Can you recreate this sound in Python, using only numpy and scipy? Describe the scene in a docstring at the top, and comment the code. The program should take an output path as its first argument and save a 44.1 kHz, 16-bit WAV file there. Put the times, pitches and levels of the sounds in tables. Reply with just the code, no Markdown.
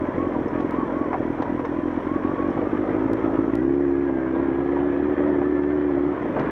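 """A small motorcycle rides along a gravel road, heard from a camera carried by the rider.
The engine stumbles and skips firings on a light throttle, then pulls evenly until the throttle shuts.
Exhaust puffs ring a silencer resonance over a low throb, and a rough sine is the gear's whine.
Shaped random grains make the rumble, clatter and gravel crunch.
Bumps are dying noise and ringing panels; stone pings and grit ticks are dying tones."""
import sys
import numpy as np
from scipy import signal
from scipy.fft import rfft, irfft, next_fast_len
from scipy.io import wavfile
from scipy.ndimage import uniform_filter1d, map_coordinates

SR = 44100
rng = np.random.default_rng(int(sys.argv[2]) if len(sys.argv) > 2 else 0)


def wrap_up_sound(samples):
    """Save the sound to the file named by the first command line argument, as 16-bit audio."""
    columns = np.atleast_2d(samples).T
    # keep every value between -1 and 1, then stretch to whole-number steps
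    tamed = np.clip(columns, -1, 1)
    steps = np.round(tamed * 32767).astype(np.int16)
    wavfile.write(sys.argv[1], SR, steps)


N = 287084
T = np.arange(N) / SR  # time of each sample, seconds

# Roughness of the ride. Each row: time in seconds, rumble level in dB, clatter level in dB.
ROAD_LEVELS = [(0, -29, -39.5), (.9, -29, -40), (1.03, -31, -42), (1.17, -28.5, -40), (1.8, -32.5, -40.5),
               (2.25, -30, -39.5), (2.9, -27.5, -39), (3.45, -30.5, -39.5), (3.8, -36, -43.5),
               (4.0, -36, -41.5), (4.2, -31.5, -40.5), (4.85, -30, -38), (5.03, -31.5, -39),
               (5.23, -26.5, -39), (5.5, -32.5, -39.5), (5.87, -32.5, -40), (6.13, -31.5, -39.5),
               (6.38, -25, -36), (6.51, -27.5, -33.5)]
# Tone colour of tyres, frame and air. Each row: pitch in Hz, relative dB per Hz.
RUMBLE_COLOUR = [(25, -32.5), (42, -14), (70, -12), (110, -3.5), (165, -2.5), (240, 1), (390, 1),
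                 (500, 1.3), (610, 0), (700, -6), (860, -10), (1000, -11), (1300, -18), (2000, -33),
                 (4000, -66)]
# Tone colour of casings and chain. Each row: pitch in Hz, relative dB per Hz.
CLATTER_COLOUR = [(400, -23.5), (850, 4), (980, 7), (1350, 1.5), (1550, 1), (1830, 0.5), (2300, -7),
                  (2750, -17), (3250, -17), (3900, -30), (5000, -40), (9000, -68)]
# Tone colour of gravel. Each row: pitch in Hz, relative dB per Hz.
CRUNCH_COLOUR = [(2000, -18), (3800, 2), (4900, -3.5), (5500, 4.5), (6100, 2), (7000, -4.5), (9000, -8.5),
                 (11000, -10), (15000, -20.5)]
# The crunch grows quieter later on. Each row: time in seconds, change in dB from CRUNCH_DB.
CRUNCH_CHANGES = [(3.4, 0.5), (4.1, -3.5), (6.099, -3), (6.4, -1)]
CRUNCH_DB = -71.5
# How far the rattling parts' resonances come and go, and the pitch below which they do so less
PATCH_DB, PATCH_HZ = 2.4, 600

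# Bumps that rattle the bike; soft ones stay dull. Each row: start in seconds, bodywork drive in dB,
# loose metal level in dB, time to die by 60 dB in seconds, brightness limit of the bodywork in Hz.
BUMPS = [(.603, -26.5, -49, 0.066, 1100), (1.13, -20, -60.5, 0.059, 1900), (1.141, -20.5, -68, .06, 1700),
         (1.422, -22, -45, .06, 2320), (1.593, -25, -67, 0.032, 1200), (1.65, -24, -51.5, 0.057, 1890),
         (2.576, -25.5, -74, .04, 810), (3.238, -27.5, -61, 0.036, 1097), (4.09, -24.5, -70, 0.045, 894),
         (4.352, -24.5, -77, 0.063, 900), (4.66, -32, -77, 0.03, 1100), (4.768, -21, -68, 0.034, 893),
         (5.417, -18, -82, 0.04, 560), (6.365, -26, -63.5, 0.088, 1986), (6.395, -23.5, -45.5, 0.069, 2040)]
# Tone colour of the bodywork's rattle. Each row: pitch in Hz, relative dB per Hz.
PANEL_COLOUR = [(250, -13.5), (550, 9), (850, 3.5), (1100, 6.5), (1450, -12.5), (2000, -2), (3000, -24.5),
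                (5000, -33.5)]
# Tone colour of loose metal parts. Each row: pitch in Hz, relative dB per Hz.
FITTING_COLOUR = [(1000, -24), (2700, 14.5), (4500, -1.5), (6000, -3.5), (9000, -28), (15000, -33)]
# Ringing notes of the bodywork. Each row: average pitch in Hz, average relative level in dB.
PANEL_MODES = [(475, -3.5), (600, -6), (760, -1.5), (950, -2), (1160, -6), (1420, -10), (1700, -13.5),
               (1930, -16.5)]
CONTACT_S = .001  # a panel takes this long to ring up
REBOUND_S, REBOUND_DB = .01, -5  # a knocked panel strikes once more, weaker
# Stones pinging on metal. Each row: start in seconds, level in dB.
STONES = [(.482, -56), (1.653, -54), (2.503, -58.5), (5.296, -65.5), (6.223, -62)]
# Notes of the struck metal. Each row: average pitch in Hz, average relative level in dB,
# time to die by 60 dB in seconds.
METAL_MODES = [(5350, -3, .06), (5840, -8, 0.029), (6200, -6, 0.043), (10950, -22, 0.051)]
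# Sharp ticks on the camera. Each row: start in seconds, peak level in dB.
GRIT = [(.71, -33), (3.134, -28.5), (3.5545, -27.5)]
TICK_T60 = .001  # seconds to die by 60 dB: grit ticks have no ring

# Engine speed before stumbles slow it. Each row: time in seconds, firings a second.
ENGINE_SPEED = [(0.0, 41.3), (0.22, 45.0), (0.42, 42.0), (0.6, 43.6), (1.0, 44.7), (1.2, 40.3), (1.5, 41.9),
                (2.0, 43.2), (2.5, 48.3), (3.12, 54.7), (3.52, 55.2), (3.57, 57.5), (3.62, 66.5),
                (3.7, 68.3), (3.77, 71), (3.95, 68.7), (4.02, 70.5), (4.18, 65.4), (4.31, 65.4), (4.43, 69),
                (4.5, 66.8), (4.57, 69.3), (4.91, 71.4), (4.97, 69.3), (5.05, 74.3), (5.2, 71.8),
                (5.29, 74.4), (5.39, 70.6), (5.5, 73.8), (5.6, 71.4), (5.73, 74), (5.85, 73), (5.96, 69.3),
                (6.11, 73.8), (6.16, 63), (6.25, 57), (6.31, 50), (6.42, 45), (6.51, 47)]
# Stumbles of the engine. 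Each row: start in seconds, number of weak firings in a row,
# weakest firing in dB, bang as it catches again in dB (both against a usual firing).
STUMBLES = [(.056, 1, -12, 0), (.105, 3, -17, 2.5), (.243, 1, -5, 2), (.29, 3, -8, 0), (.431, 1, -14, 1),
            (.48, 2, -14, 0), (.618, 1, -6, 2.5), (.665, 3, -8, 1), (.758, 1, -7, 2), (.803, 1, -14, 1),
            (.85, 2, -13, -3), (.92, 1, -3, 0), (.987, 1, -11, 1.5), (1.03, 7, -11, 1.5), (1.222, 1, -6, 0),
            (1.274, 1, -5, 1), (1.325, 3, -6, 2), (1.42, 3, -14, 0), (1.568, 1, -5, 0), (1.615, 3, -10, 0),
            (1.71, 1, -3, -1), (1.76, 1, -4, 2), (1.807, 1, -14, 0), (1.9, 3, -5, 2), (1.995, 3, -12, 0),
            (2.088, 1, -5, 0), (2.134, 1, -6, 2), (2.18, 3, -12, 3), (2.31, 1, -4, 0), (2.354, 2, -10, 0),
            (2.522, 2, -12, 0), (2.603, 1, -5, 1), (2.644, 1, -4, 1), (2.685, 2, -11, 1), (2.765, 1, -9, 1),
            (2.845, 2, -10, 0), (2.92, 1, -8, 2), (3.071, 1, -10, -1), (3.165, 4, -8, 3), (3.293, 2, -6, 2),
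            (3.364, 1, -8, 4), (3.456, 1, -9, 0), (3.511, 1, -13, 2.5), (5.145, 2, -18, 2),
            (6.325, 2, -9, 1), (6.388, 1, -9, 2), (6.452, 1, -10, 0)]
CRUISE_HZ = 44  # firings a second on a light throttle
# Firings a second lost in a stumble at cruise, the delay of the loss and its half-width
SAG_HZ, SAG_LAG_S, SAG_S = 1.02, .058, .035

# Usual level of the gear whine. Each row: time in seconds, level in dB.
WHINE_LEVELS = [(0, -42), (1.45, -40.5), (1.7, -44), (2.6, -44), (3.1, -47), (3.35, -43.5), (3.52, -48),
                (3.62, -45), (3.75, -56), (3.92, -49), (4.2, -46), (4.55, -48), (5.2, -47), (5.28, -55),
                (5.35, -46), (5.65, -46.5), (5.9, -51), (6.2, -54)]
# The gear sings out as the drive takes up. Each row: middle in seconds, half-width in seconds,
# dB over its usual level, pitch in Hz at the middle, glide in Hz a second.
FLARES = [(.23, .05, 6.5, 1100, 300), (.61, .035, 3.5, 1120, -200), (.81, .04, 8, 1115, -250),
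          (1.0, .05, 8, 1110, 350), (2.13, .05, 8.5, 1100, 550), (2.28, .055, 7.5, 1125, 800),
          (2.42, .05, 9.5, 1095, 0), (2.555, .014, 8, 1135, 0)]
TEETH = 24.1  # mesh cycles of the gear per firing
SLACK_HZ = 965  # floor of the whine's pitch with the drive slack, before flares and wander
# Shares at cruise: the whine's drop as a stumble slackens the drive, its wander as the chain whips
SNATCH, WANDER = .06, .012

# The throttle opens, eases, opens again and shuts. Each row: time in seconds, usual puff level in dB.
THROTTLE = [(0, -15), (2.4, -15), (3.4, -14), (3.9, -13), (4.25, -17.5), (4.45, -15.5), (5.1, -15),
            (5.22, -13), (5.45, -14.5), (6.11, -14.5), (6.135, -25), (6.25, -19.5), (6.3, -18), (6.51, -18)]
# Unevenness of the burns. Each row: time in seconds, spread in dB.
BURN_SPREAD = [(3.55, .7), (3.72, 1.8), (4.25, 1.3), (4.5, 2.2), (4.95, 2.2), (5.2, 1.6), (5.7, 1.1),
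               (5.95, 1.7), (6.1, 1.0)]
SEESAW = .85  # share of a burn's excess that the next burn loses
RECOVER_DB, WEAK_DB = 3, -6  # in a stumble each firing gains this much on the last, but stays weak
# The silencer's average resonance at cruise; hotter gas raises it with this power of the speed
PIPE_HZ, PIPE_RISE = 297.8, .17
RING_T60 = .036  # seconds for the silencer's ring to die by 60 dB
TOP_HZ = 15300  # nothing is heard at or above this pitch


def amp(db):
    """Turn decibels into gain."""
    return 10 ** (np.asarray(db) / 20)


def unit(x):
    """Scale a sound to rms 1."""
    return x / np.sqrt(np.mean(x ** 2) + 1e-20)


def curves(rows):
    """Draw lines through a table: one value per sample for each column after the time."""
    s, *cols = np.transpose(rows)
    return [np.interp(T, s, c) for c in cols]


def wobble(rate):
    """Make a smooth random curve with this many random points a second."""
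    return map_coordinates(rng.standard_normal(4096), [T * rate], mode="wrap")


def filtered(x, response):
    """Multiply each pitch in a sound by a gain that depends on the pitch."""
    padded = next_fast_len(x.shape[-1] + 8192)
    spectrum = rfft(x, padded) * response(np.fft.rfftfreq(padded, 1 / SR))
    return irfft(spectrum, padded)[..., :x.shape[-1]]


def coloured(x, points):
    """Shape a sound by (Hz, dB) points, at rms 1."""
    f, db = np.transpose(points)
    return unit(filtered(x, lambda hz: amp(np.interp(np.log(hz + 1), np.log(f), db))))


def strikes(times, sizes):
    """Make a train of single-sample impulses."""
    places = np.clip(np.round(times * SR).astype(int), 0, N)
    return np.bincount(places, sizes, N + 1)[:N]


def grains(rate, spread_db, channels=1):
    """Scatter tiny impacts of uneven size, about rate a second, at rms 1."""
    shape = (channels, N)
    sizes = rng.standard_normal(shape) * amp(spread_db * rng.standard_normal(shape))
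    return unit(sizes * (rng.random(shape) < rate / SR))


def add(track, s, sound):
    """Mix a sound into a track at time s."""
    part = track[max(round(s * SR), 0):][:len(sound)]
    part += sound[:len(part)]


def restless(x):
    """Narrow resonances swell and fade at random, as loose parts shift against each other."""
    hz, _, z = signal.stft(x, SR, nperseg=1024)
    across_pitch = uniform_filter1d(rng.standard_normal(z.shape), size=2, axis=0)
    field = uniform_filter1d(across_pitch, size=7, axis=1)  # smooth over time as well
    depth_db = PATCH_DB * np.minimum(hz / PATCH_HZ, 1)[:, None]
    return signal.istft(z * amp(depth_db * unit(field)), nperseg=1024)[1][:N]


def rumble(level_db):
    """Tyres, frame and air: many small impacts through a low, restless colour."""
    impacts = restless(grains(rate=6000, spread_db=1.5)[0])
    return amp(level_db) * coloured(impacts * amp(1.0 * wobble(30)), RUMBLE_COLOUR)


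def gravel():
    """Fine stones crunch: high-pitched grains, nearly the same on both sides."""
    mid, side = coloured(grains(rate=13000, spread_db=1.5, channels=2), CRUNCH_COLOUR)
    change_db, = curves(CRUNCH_CHANGES)
    return amp(CRUNCH_DB + change_db) * (mid + amp(-14.5) * np.array([side, -side]))


def clatter(level_db, cycles, stall, slack_db=1.2):
    """Casings and chain shake once a firing, and louder while a stumble slackens the chain."""
    beat = amp(1.3 * np.cos(2 * np.pi * cycles) + .8 * wobble(60))
    shaking = grains(rate=3000, spread_db=1.5)[0] + .92 * rng.standard_normal(N)
    return amp(level_db + slack_db * stall) * coloured(beat * restless(shaking), CLATTER_COLOUR)


def rattle(colour, t60):
    """A dying flurry of contacts through a part's colour, about rms 1 near its start."""
    t = np.arange(SR // 4) / SR
    fade = amp(-60 * t / t60)
    onset = np.minimum(t / .00037, 1)
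    noise = coloured(onset * fade * rng.standard_normal(len(t)), colour)
    return noise * np.sqrt(np.mean(fade ** 2)) * onset


def clonk(t60):
    """A blow rings the bodywork's modes, and a weaker rebound rings them again."""
    t = np.arange(SR // 4) / SR
    hz, db = np.transpose(PANEL_MODES)
    out = np.zeros(len(t))
    envelope = np.minimum(t / CONTACT_S, 1) * amp(-60 * t / t60)
    for s, blow_db in [(0, 0), (REBOUND_S, REBOUND_DB)]:
        tuning, scatter, phase = rng.standard_normal((3, len(hz)))
        modes = np.sin(2 * np.pi * (np.outer(hz * (1 + .027 * tuning), t) + phase[:, None]))
        add(out, s, amp(blow_db + db + 2.5 * scatter) @ modes * envelope)
    return out


def bumps():
    """Each bump rings and rattles the bodywork, dulled by a low-pass, and shakes loose metal."""
    out = np.zeros(N)
    for s, body_db, metal_db, t60, bright_hz in BUMPS:
        dull = signal.butter(2, bright_hz, fs=SR, output="sos")
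        body = signal.sosfilt(dull, .79 * clonk(t60) + .87 * rattle(PANEL_COLOUR, t60))
        add(out, s, amp(body_db) * body + amp(metal_db) * rattle(FITTING_COLOUR, t60))
    return out


def stones():
    """A stone pings on metal: a few dying notes, each slightly random in pitch and level."""
    out, t = np.zeros(N), np.arange(SR // 4) / SR
    for s, db in STONES:
        for hz, level_db, t60 in METAL_MODES:
            fade = amp(db + level_db + rng.normal(0, 2) - 60 * t / t60)
            add(out, s, fade * np.sin(2 * np.pi * hz * rng.normal(1, .01) * t))
    return out


def grit():
    """Grit ticks on the camera: a 3000 Hz tone that dies almost at once."""
    out, t = np.zeros(N), np.arange(SR // 4) / SR
    for s, db in GRIT:
        add(out, s, amp(db - 60 * t / TICK_T60) * np.cos(2 * np.pi * 3000 * t))
    return out


def stalling():
    """How bogged down the engine is: a smooth hump just after each stumble of several firings."""
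    return sum(np.exp(-.5 * ((T - s - SAG_LAG_S) / SAG_S) ** 2)
               for s, count, _, _ in STUMBLES if count > 1)


def shaft(stall):
    """Firings a second, sagging at each longer stumble, and less so at high speed."""
    speed, = curves(ENGINE_SPEED)
    return speed - SAG_HZ * stall * (CRUISE_HZ / speed) ** 2


def gear(cycles, speed, stall):
    """Meshing teeth whine with the shaft, bent once a firing; purer at speed and when singing out."""
    slackening = SNATCH * stall * (CRUISE_HZ / speed) ** 2
    mesh_hz = np.maximum(TEETH * speed * (1 - slackening), SLACK_HZ)
    db, = curves(WHINE_LEVELS)
    loose = CRUISE_HZ / speed  # how rough the tone is
    for s, width, flare_db, sing_hz, glide in FLARES:
        flare = np.exp(-.5 * ((T - s) / width) ** 4)
        mesh_hz = mesh_hz + np.sqrt(flare) * (sing_hz + glide * (T - s) - mesh_hz)
        db = db + flare_db * flare
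        loose = loose - .45 * flare
    mesh_hz = mesh_hz * (1 + WANDER * wobble(28) * loose)
    bend = loose * (.6 * wobble(130) + .65 * np.sin(2 * np.pi * cycles))  # radians
    phase = 2 * np.pi * np.cumsum(mesh_hz) / SR + bend
    waver = amp(3.6 * loose * wobble(60))
    return amp(db) * unit(np.sin(phase) * waver)


def firings(cycles, jitter_s=.00016):
    """Times and sizes of the exhaust puffs: one a cycle, uneven, and weak in stumbles."""
    times = np.interp(np.arange(int(cycles[-1])) + .5, cycles, T)
    db = np.zeros(len(times))
    # a stumble starts with its weakest firing, recovers, then catches again
    for s, count, depth_db, catch_db in STUMBLES:
        recovery = depth_db + RECOVER_DB * np.arange(int(count))
        run = np.minimum(recovery, max(WEAK_DB, depth_db))
        first = np.argmin(abs(times - s))
        db[first:first + len(run) + 1] = np.append(run, catch_db)
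    # strong and weak burns tend to take turns
    seesaw = unit(signal.lfilter([1], [1, SEESAW], rng.standard_normal(len(times))))
    db = db + np.interp(times, *np.transpose(BURN_SPREAD)) * np.clip(seesaw, -2, 2)
    db = db + np.interp(times, *np.transpose(THROTTLE))
    return times + jitter_s * rng.standard_normal(len(times)), amp(db)


def throb(cycles, times, sizes, first_db=-26, second_db=-30, idle_db=-2):
    """Gas pushed out by the puffs hums at once and twice the firing rate, weaker in skips."""
    drive = np.interp(T, times, sizes) * amp(np.interp(T, [3.2, 3.6], [idle_db, 0]))
    first = amp(first_db + .51 * wobble(22)) * np.cos(2 * np.pi * cycles)
    second = amp(second_db + 2.8 * wobble(30)) * np.sin(4 * np.pi * cycles)
    return np.sqrt(2) * uniform_filter1d(drive, size=SR // 36) * (first + second)


def exhaust(times, sizes):
    """Each puff swells fast and fades slower in the silencer, with a thump, short ring and faint rasp."""
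    swell_s, fade_s, thump_s = .0024, .0035, .0057
    ring_hz, ring_db, thump_hz, thump_db, rasp_db = 250, -20, 110, -17, -45
    delay_s = .006  # from firing to the puff's peak
    t = np.arange(-SR // 50, SR // 25) / SR  # zero at the peak
    after = np.maximum(t, 0)
    puff = -np.exp(-.5 * (t / np.where(t < 0, swell_s, fade_s)) ** 2)
    ring = amp(ring_db - 60 * after / RING_T60) * np.sin(2 * np.pi * ring_hz * after)
    thump = -amp(thump_db) * np.exp(-.5 * (t / thump_s) ** 2) * np.cos(2 * np.pi * thump_hz * t)
    # slow cycles let the pipe empty, so each puff thumps harder
    periods = np.gradient(times)
    slowness = (periods / periods.max()) ** 2
    note = np.zeros(N)
    for s, size, slow, period in zip(times, sizes, slowness, periods):
        pipe_hz = PIPE_HZ / (period * CRUISE_HZ) ** PIPE_RISE * rng.normal(1, .0076)
        pulse = puff * np.cos(2 * np.pi * pipe_hz * t) + slow * thump + ring
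        add(note, s + delay_s + t[0], size * pulse)
    rasp_colour = [(300, -31.5), (480, 5.5), (620, -6), (780, 1.5),
                   (1100, -18.5), (2000, -27.5), (4000, -64.5)]  # Hz, relative dB per Hz
    rasp = coloured(strikes(times + delay_s, sizes), rasp_colour)
    return note + amp(rasp_db) * rasp


def scene():
    """Road, knocks and engine together; the shaft drives exhaust, throb, gear and clatter."""
    stall = stalling()
    speed = shaft(stall)
    cycles = np.cumsum(speed) / SR  # firings so far
    times, sizes = firings(cycles)
    rumble_db, clatter_db = curves(ROAD_LEVELS)
    road = rumble(rumble_db) + clatter(clatter_db, cycles, stall) + gravel()
    knocks = bumps() + stones() + grit()
    pan_db = .098 * np.array([[-1], [1]])  # the exhaust lies a touch to the right
    engine = amp(pan_db) * exhaust(times, sizes) + throb(cycles, times, sizes)
    return road + knocks + gear(cycles, speed, stall) + engine


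def record(dry):
    """The camera drops the deepest bass and all above its band limit."""
    low_cut_hz = 36
    return filtered(dry, lambda hz: (hz < TOP_HZ) * hz ** 2 / np.hypot(hz ** 2, low_cut_hz ** 2))


dry = scene()
out = record(dry)
wrap_up_sound(out)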